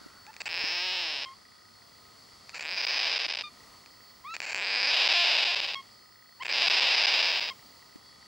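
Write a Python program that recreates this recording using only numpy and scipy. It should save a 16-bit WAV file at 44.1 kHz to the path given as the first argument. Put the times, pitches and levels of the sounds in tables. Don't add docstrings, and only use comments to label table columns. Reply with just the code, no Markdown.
import sys
import numpy as np
from scipy import signal
from scipy.fft import rfft, irfft, next_fast_len
from scipy.io import wavfile
from scipy.ndimage import uniform_filter1d, map_coordinates

SR = 44100
rng = np.random.default_rng(int(sys.argv[2]) if len(sys.argv) > 2 else 0)


def pcm_store(signal):
    levels = np.round(np.clip(np.atleast_2d(signal), -1, 1) * 32767)
    wavfile.write(sys.argv[1], SR, levels.astype(np.int16).T)


N = 364707


def amp(db):
    return 10 ** (np.asarray(db) / 20)


def unit(x):
    return x / np.sqrt(np.mean(x ** 2) + 1e-20)


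def along(points, hz):
    f, v = np.transpose(points)
    return np.interp(np.log(hz + 1), np.log(f + 1), v)


def read(rows, t):
    s, *cols = np.transpose(rows)
    return [np.interp(t, s, c) for c in cols]


def wobble(rate_hz):
    return map_coordinates(rng.standard_normal(int(N * rate_hz / SR) + 4), [np.arange(N) * rate_hz / SR])


def filtered(x, response):
    m = next_fast_len(N + 8192)
    return irfft(rfft(x, m) * response(np.fft.rfftfreq(m, 1 / SR)), m)[..., :N]


def room(x):
    t60_s, delay_samples = .29, 100
    t = np.arange(SR // 4) / SR
    tail = rng.standard_normal(len(t)) * amp(-60 * t / t60_s)
    return signal.fftconvolve(np.pad(x, (delay_samples, 0)), tail / np.linalg.norm(tail))[:N]


# (frequency [Hz], relative density [dB])
HUM_MID = [(15, -50), (25, -12), (60, -4), (213, -2.5), (363, -6), (529, -7.5), (879, -5.5), (1210, -3.5),
           (1630, -16.5), (1960, -6.5), (2430, -14), (3260, -11.5), (3540, -13), (4380, -8.5), (6370, -13),
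           (15000, -30)]
# (frequency [Hz], relative density [dB])
HUM_SIDE = [(15, -48), (25, -14), (118, 0.5), (811, -3), (952, -1.5), (4040, -17.5), (4500, -26),
            (8780, -3.5), (10600, -16), (15000, -19.5)]
# (time [s], level before flutter [dB])
WHIRR = [(0, -57.5), (.15, -68), (1.4, -63), (2.4, -61.5), (3.6, -64.5), (7.55, -67.5), (7.7, -59.5),
         (8.27, -64.5)]
# (time [s], level [dB])
DRONE = [(0, -60), (.25, -62.5), (.5, -72), (8.27, -76)]


def motor_hiss():
    noise = rng.standard_normal((4, N))
    t = np.arange(N) / SR
    hum = amp(-59) * unit(filtered(noise[0], lambda hz: amp(along(HUM_MID, hz))))
    side = amp(-63) * unit(filtered(noise[1], lambda hz: amp(along(HUM_SIDE, hz))))
    whirr = unit(filtered(noise[2], lambda hz: 1 / (1 + ((hz - 4650) / 350) ** 2)))
    drone = unit(filtered(noise[3], lambda hz: 1 / (1 + ((hz - 1400) / 150) ** 2)))
    mid = hum * amp(2.4 * wobble(3.3))
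    mid += whirr * amp(read(WHIRR, t)[0] + 2.1 * wobble(12))
    mid += drone * amp(read(DRONE, t)[0])
    return mid, side


# (frequency [Hz], width of wander [Hz], level before flicker [dB])
GEARS = [(102, 10, -77), (1258, 6, -72), (3371, 5, -78), (4320, 50, -70), (4496, 10, -66), (5035, 40, -73),
         (5240, 20, -75)]


def gear_tones():
    tones = np.zeros(N)
    for hz, width_hz, db in GEARS:
        flicker = amp(db + 3 * wobble(9))
        phase = 2 * np.pi * np.cumsum(hz + width_hz / 2 * wobble(28)) / SR
        tones += np.sqrt(2) * flicker * np.sin(phase)
    return tones


TICK_HZ, FIRST_TICK_S = 59.94, .018


def half_turns(t):
    return (t - FIRST_TICK_S) * TICK_HZ


# (time [s], louder head before scatter [dB], first over second [dB])
DRUM = [(.3, -52, 0), (1.5, -50, 9), (2, -53, 17), (3.7, -50, -17), (5.9, -50, 7), (7.6, -52.5, 12),
        (8.2, -51, 9)]


def drum_ticks():
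    t60_s, rise_s, ring_hz, scatter_db = .019, .00037, 1935, 2.5
    t = np.arange(N) / SR
    turn = half_turns(t)
    since = turn % 1 / TICK_HZ
    head = np.floor(turn).astype(int)
    scatter = scatter_db * rng.standard_normal(head[-1] + 2)[head + 1]
    loud_db, lead_db = read(DRUM, t)
    strength = loud_db + np.minimum((-1.) ** head * lead_db, 0) + scatter
    envelope = amp(strength - 60 * since / t60_s) * (1 - np.exp(-since / rise_s))
    return envelope * np.sin(2 * np.pi * ring_hz * since)


# (time [s], level [dB], left over right [dB])
WHINE = [(0.0, -76, -1), (0.23, -68, -5.5), (0.78, -67, 3.5), (1.01, -72, -11.5), (1.15, -81, 6.0),
         (2.02, -69, 10.0), (2.42, -78, 8.0), (2.58, -76, -9.0), (2.85, -65, 4.0), (3.45, -87, 0.0),
         (3.59, -69, 8.5), (4.08, -69, -20), (5.34, -83, 5.5), (6.2, -64, -0.5), (6.79, -75, -1.0),
         (7.67, -62, -3.0), (8.04, -73, -8.5), (8.27, -83, 4.5)]


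def whine():
    whine_hz, port_phase_rad = 15673, np.array([[.6], [-.6]])
    t = np.arange(N) / SR
    level_db, pan_db = read(WHINE, t)
    level = amp(level_db + np.array([pan_db, -pan_db]) / 2)
    throb = 1 + .2 * np.cos(2 * np.pi * half_turns(t))
    return np.sqrt(2) * level * throb * np.sin(2 * np.pi * whine_hz * t + port_phase_rad)


def camcorder():
    mid, side = motor_hiss()
    mid = mid + gear_tones() + drum_ticks()
    return np.array([mid + side, mid - side]) + whine()


# (time [s], level before side gain [dB], frequency [Hz])
THUMPS = [(0.015, -48, 300), (0.062, -42.5, 295), (0.64, -32.5, 305), (3.264, -40, 298),
          (7.958, -41.5, 298)]


def thumps():
    t60_s, side_gain = .025, np.array([[2.5], [-2.5]])
    out, t = np.zeros(N + SR), np.arange(SR // 20) / SR
    for s, db, hz in THUMPS:
        out[round(s * SR):][:len(t)] += amp(db - 60 * t / t60_s) * np.sin(2 * np.pi * hz * t)
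    return out[:N] * side_gain


# (time at inner end, at or nearer a rasp [s], time at free end [s], frequency at inner end [Hz],
# at free end [Hz], levels at inner end before fades: first partial [dB], second [dB], third [dB])
SQUEAKS = [(.31, .264, 890, 740, -50, -57, -62), (1.255, 1.35, 1058, 1090, -45.5, -52, -47),
           (2.55, 2.526, 1340, 1360, -48, -50, -56), (3.435, 3.498, 1212, 1185, -45, -42.5, -39.5),
           (4.344, 4.236, 1340, 960, -41, -47, -50), (5.752, 5.822, 1090, 1068, -41, -42.5, -36),
           (6.427, 6.396, 1070, 820, -39, -43, -45), (7.504, 7.535, 1085, 990, -43, -45, -46)]
# (frequency [Hz], level [dB])
UPPER = [(3500, -16), (4300, -14), (4800, -7), (5400, -14), (6200, -28), (6750, -9), (7200, -26)]


def squeaks():
    bend = 2.2
    fade_db, fade_s, settle_s = 18, .015, .005
    thin_db_per_s, lead_share = [65, 190, 320], .35
    out = np.zeros(N)
    for joined, free, joined_hz, free_hz, *levels in SQUEAKS:
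        i = np.arange(int(min(joined, free) * SR), int(max(joined, free) * SR))
        t = i / SR
        away = np.clip((t - joined) / (free - joined), 0, 1)
        hz = joined_hz + (free_hz - joined_hz) * away ** bend
        fade = fade_db * np.clip(1 - np.abs(t - free) / fade_s, 0, 1)
        apart = np.abs(t - joined)
        share = lead_share if free < joined else 1
        db = [level - thin * apart * share - fade for level, thin in zip(levels, thin_db_per_s)]
        settle = fade_db * np.clip(1 - apart / settle_s, 0, 1) * (free > joined)
        db[1:] = [v - settle for v in db[1:]]
        db += [db[2] + along(UPPER, k * hz) for k in range(4, 6)]
        phase = 2 * np.pi * np.cumsum(hz) / SR
        partials = sum(amp(v) * np.sin((k + 1) * phase) for k, v in enumerate(db))
        out[i] = np.sqrt(2) * signal.windows.tukey(len(i), .1) * partials
    return out


# (frequency [Hz], width [Hz], relative level [dB])
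SHUT = [(800, 800, -11), (1700, 540, -2), (2430, 520, -13), (3700, 510, -13.5), (4450, 320, -5),
        (6370, 710, -16), (7260, 465, 7)]
# (frequency [Hz], width [Hz], relative level [dB])
OPEN = [(730, 990, -12), (1700, 450, -6.5), (2460, 427, 2), (3590, 880, -4), (4973, 320, 2),
        (6600, 1300, -4), (7800, 360, -18), (10500, 450, 3), (13200, 450, -12)]
# (frequency [Hz], width [Hz], relative level [dB])
WIDE = [(810, 890, -7.5), (1650, 900, -11.5), (2702, 520, 3), (3730, 730, -2), (4946, 380, -2),
        (6460, 900, -15.5), (7650, 730, -10), (10300, 540, -15.5), (13300, 280, -13.5)]
# (frequency [Hz], relative level [dB])
PULSE = [(60, -35), (250, -9), (500, -1.5), (1000, 0.5), (1300, -5.5), (1600, 0), (5300, 3.5), (6500, -11),
         (9000, -24.5), (16000, -14)]


def tract(beak, stretch=1, size=2048):
    f = np.fft.rfftfreq(size, 1 / SR)

    def resonances(modes, lift=1):
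        return sum(amp(2 * db) / (1 + (2 * (f - c * stretch * lift) / w) ** 2) ** 1.16 for c, w, db in modes)

    shut, ajar, wide = resonances(SHUT, 1 + .12 * beak), resonances(OPEN), resonances(WIDE)
    ajar = ajar * (1 - .82 / (1 + ((f - 3500 * stretch) / 600) ** 2))
    notch_hz = 3050 * 2.25 ** beak
    below = 1 / (1 + (f / notch_hz) ** 16)
    opened = ajar + max(beak - 1, 0) * (wide - ajar)
    power = below * opened + (1 - below) * shut * amp(-40 * beak)
    power *= 1 - .985 / (1 + ((f - notch_hz) / (.12 * notch_hz)) ** 2)
    cep = irfft(np.log(power) / 2 + np.log(amp(along(PULSE, f))))
    cep[1:size // 2] *= 2
    cep[size // 2 + 1:] = 0
    h = irfft(np.exp(rfft(cep)))[:size // 2]
    return h / np.linalg.norm(h)


# (time [s], peak level [dB])
TICKS = [(0.2665, -33.5), (0.3317, -40), (0.341, -36), (0.3655, -29), (2.4943, -27.5), (2.5017, -39),
         (3.8608, -35.5)]


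def lone_pulses():
    train, click = np.zeros(N), tract(0)
    for s, db in TICKS:
        train[round(s * SR)] = amp(db) / np.abs(click).max()
    return signal.fftconvolve(train, click)[:N]


def loudness(t, rasp):
    start_db, end_db = -42.5, -36
    t0, t1, peak_s, peak_db, rise, fall, _ = rasp
    before = np.clip((peak_s - t) / (peak_s - t0), 0, 1)
    after = np.clip((t - peak_s) / (t1 - peak_s), 0, 1)
    return peak_db - (peak_db - start_db) * before ** rise - (peak_db - end_db) * after ** fall


# (start [s], end [s], cycle rate from [Hz], to [Hz])
CREAKS = [(.47, .69, 155, 245), (2.6, 2.762, 120, 220), (4.51, 4.78, 150, 265), (4.76, 4.89, 170, 290),
          (6.525, 6.618, 195, 250)]
# (start [s], end [s], cycle rate from [Hz], to [Hz])
CLEARS = [(5.135, 5.24, 352, 347), (5.47, 5.516, 350, 350), (6.63, 6.68, 336, 343)]
# (time [s], cycle rate [Hz], roughness [0-1])
GROWL = [(.665, 160, .27), (.75, 177.5, .09), (.794, 175.2, .1), (.854, 186.3, .06), (.906, 181.4, .04),
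         (.932, 184.9, .13), (1.01, 178, .13), (1.134, 146, .1), (1.2, 134, .2), (1.26, 130, .4)]


def syrinx(t, rasp, plain):
    rasp_hz, sag_hz_per_s, tired_rough = 345, 300, .82
    rasp_second, growl_second = .78, .88
    creaking, cleared = (.14, .37), (.78, .12)
    slide_s, snap_s = .04, .012
    flat = 0 * t
    tired = np.clip(t - rasp[6], 0, None)
    roughness = plain + (tired_rough - plain) * tired / (rasp[1] - rasp[6])
    state = np.array([rasp_hz - sag_hz_per_s * tired, rasp_second + flat, roughness])
    spells = [(row, creaking, slide_s) for row in CREAKS] + [(row, cleared, snap_s) for row in CLEARS]
    for (a, b, *hz), (second, rough), onset_s in spells:
        share = np.clip(np.minimum((t - a) / onset_s, (b - t + snap_s / 2) / snap_s), 0, 1)
        spell = np.array([np.interp(t, [a, b], hz), second + flat, rough + flat])
        state = state + share * (spell - state)
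    hz, rough = read(GROWL, t)
    share = np.clip((t - GROWL[0][0]) / slide_s + .5, 0, 1) * (t < GROWL[-1][0])
    return state + share * (np.array([hz, growl_second + flat, rough]) - state)


# (last pulse [s], next pulse [s])
STALLS = [(.4177, .4568), (.4797, .4904), (2.5807, 2.5941), (2.5975, 2.6079), (2.8152, 2.8239),
          (2.8504, 2.867), (2.8748, 2.8825), (2.9827, 2.9909), (3.1798, 3.1899), (3.2646, 3.2823),
          (3.29, 3.2978), (3.326, 3.3356), (3.34, 3.3494), (3.3558, 3.3703), (3.3768, 3.3865),
          (4.3542, 4.3656), (4.3656, 4.4034), (4.4034, 4.4185), (4.4185, 4.4258), (4.454, 4.4633),
          (4.5088, 4.5157), (4.5312, 4.5463), (4.5463, 4.5555), (4.7418, 4.7484), (4.7604, 4.7673),
          (5.0772, 5.0882), (5.1284, 5.1347), (5.3695, 5.3758), (5.4412, 5.4498), (5.5473, 5.5572),
          (5.6027, 5.613), (6.4343, 6.4496), (6.457, 6.4635), (6.4663, 6.4799), (6.4827, 6.4914),
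          (6.5168, 6.5237), (6.5266, 6.5348), (6.663, 6.6698), (6.6837, 6.6996), (6.7985, 6.807),
          (7.0584, 7.0687), (7.396, 7.4067)]


def stalls(when, rough, t0, t1):
    chance = rng.random((len(when), 2))
    brief = chance[:, 0] < 2.2 * np.clip(rough - .36, 0, 1) ** 2
    gaps = [(a, a + .0026 + .004 * u ** 2) for a, u in zip(when[brief], chance[brief, 1])]
    gaps = [g for g, before in zip(gaps, [(0, 0)] + gaps) if before[1] + .002 < g[0] and g[1] < t1]
    long = [g for g in STALLS if t0 <= g[0] < t1]
    return long + [(a, b) for a, b in gaps if all(b < c - .003 or a > d + .004 for c, d in long)]


def pulses(rasp, plain):
    t0, t1 = rasp[:2]
    t = np.arange(t0, t1, 1 / SR)
    pace_hz, _, shake = syrinx(t, rasp, plain)
    turns = np.cumsum(pace_hz * np.exp(.7 * shake ** 2 * wobble(90)[:len(t)])) / SR
    half = np.arange(0, turns[-1], .5)
    when = np.interp(half, turns, t)
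    hz, second, rough = syrinx(when, rasp, plain)
    draw = np.clip(rng.standard_normal((len(half), 2)), -1.7, 1.7)
    weak = np.arange(len(half)) % 2 == 1
    when = when + (.2 * np.clip(rough, 0, 1) * draw[:, 0] - .065 * weak) / hz
    size = np.where(weak, np.clip(second, 0, 1), 1) * amp((.4 + 3.5 * rough) * draw[:, 1])
    gaps = stalls(when, rough, t0, t1)
    for a, b in gaps:
        size[(when > a - .0008) & (when < b + .0012)] = 0
    edges = np.reshape(gaps, (-1, 2))
    slap = amp([3.5, 0] + 1.5 * rng.standard_normal(edges.shape))
    for a, b in gaps:
        slap[(edges > a) & (edges < b)] = 0
    return np.append(when, edges), np.append(size, slap)


# (start [s], end [s])
SPANS = [(.404, 1.25), (2.545, 3.423), (4.34, 5.747), (6.424, 7.501)]
# (peak time [s], peak level [dB], curvature of rise, of fall, time it starts to tire [s])
SWELLS = [(.8, -30.5, 3.5, 2.7, 1.2), (3.08, -28, 2.2, 1.33, 3.08), (5.15, -23.5, 1.9, 2.27, 5.52),
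          (6.82, -24, 4.5, 4.9, 7.47)]
ROUGH = [.55, .58, .48, .5]
STRETCH = [1.037, 0.998, 0.992, 0.995]
# (starts to part [s], ajar [s], starts to widen [s], wide [s],
# opening at start, when wide, at end [0 shut, 1 ajar, 2 wide])
BEAK = [(0.461, 0.497, 0.635, .95, 0.018, 1.9, 1.68), (2.617, 2.682, 2.74, 2.9, 0.094, 1.34, 1.63),
        (4.558, 4.65, 4.88, 4.92, 0.12, 1.88, 1.94), (6.462, 6.515, 6.5, 6.54, 0.34, 1.85, 1.72)]


def rasps():
    parted, ajar, ready = .066, .76, .9
    steps = [0, .12, .25, .4, .55, .7, .85, 1, 2]
    lead_s, smooth_s = .05, .06
    out, offsets = np.zeros(N), np.arange(-8, 8)
    for (t0, t1), swell, plain, stretch, beak_row in zip(SPANS, SWELLS, ROUGH, STRETCH, BEAK):
        *moves, first, wide, last = beak_row
        rasp = (t0, t1, *swell)
        when, size = pulses(rasp, plain)
        move_s = np.maximum.accumulate([t0, *moves, t1])
        opening = np.interp(when, move_s, [first, first + parted, ajar, ready, wide, last])
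        at = (when - t0 + lead_s) * SR
        cell, count = at.astype(int), int((t1 - t0 + .1) * SR)
        density = uniform_filter1d(np.bincount(cell, size ** 2, count), int(smooth_s * SR))
        size = size * amp(loudness(when, rasp)) / np.sqrt(np.abs(density[cell]) + 1e-9)
        d = offsets - (at - cell)[:, None]
        kernel = np.sinc(d) * np.cos(np.pi * d / 18) ** 2
        tremble = .15 * wobble(14)[cell] * (opening > 1.15)
        tremble = tremble + .06 * rng.standard_normal(len(when))
        place = np.interp(opening + tremble, steps, range(len(steps)))
        for k, beak in enumerate(steps):
            share = np.clip(1 - np.abs(place - k), 0, 1)
            weights = kernel * (size * share)[:, None]
            train = np.bincount((cell[:, None] + offsets).ravel(), weights.ravel(), count)
            sound = signal.fftconvolve(train, tract(beak, stretch))[:count]
            out[int((t0 - lead_s) * SR):][:count] += sound
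    return out


# (frequency [Hz], level [dB])
LEAN = [(100, -13), (250, -21), (600, -23.5), (1200, -26), (2500, -107), (6000, -102)]


def scene():
    bird = rasps() + lone_pulses() + squeaks()
    lean = filtered(bird, lambda hz: amp(along(LEAN, hz)))
    direct = np.array([bird + lean, bird - lean])
    return direct + amp(-21) * room(bird) + thumps() + camcorder()


def record(dry):
    top_hz = 15900
    return filtered(dry, lambda hz: hz < top_hz)


dry = scene()
out = record(dry)
pcm_store(out)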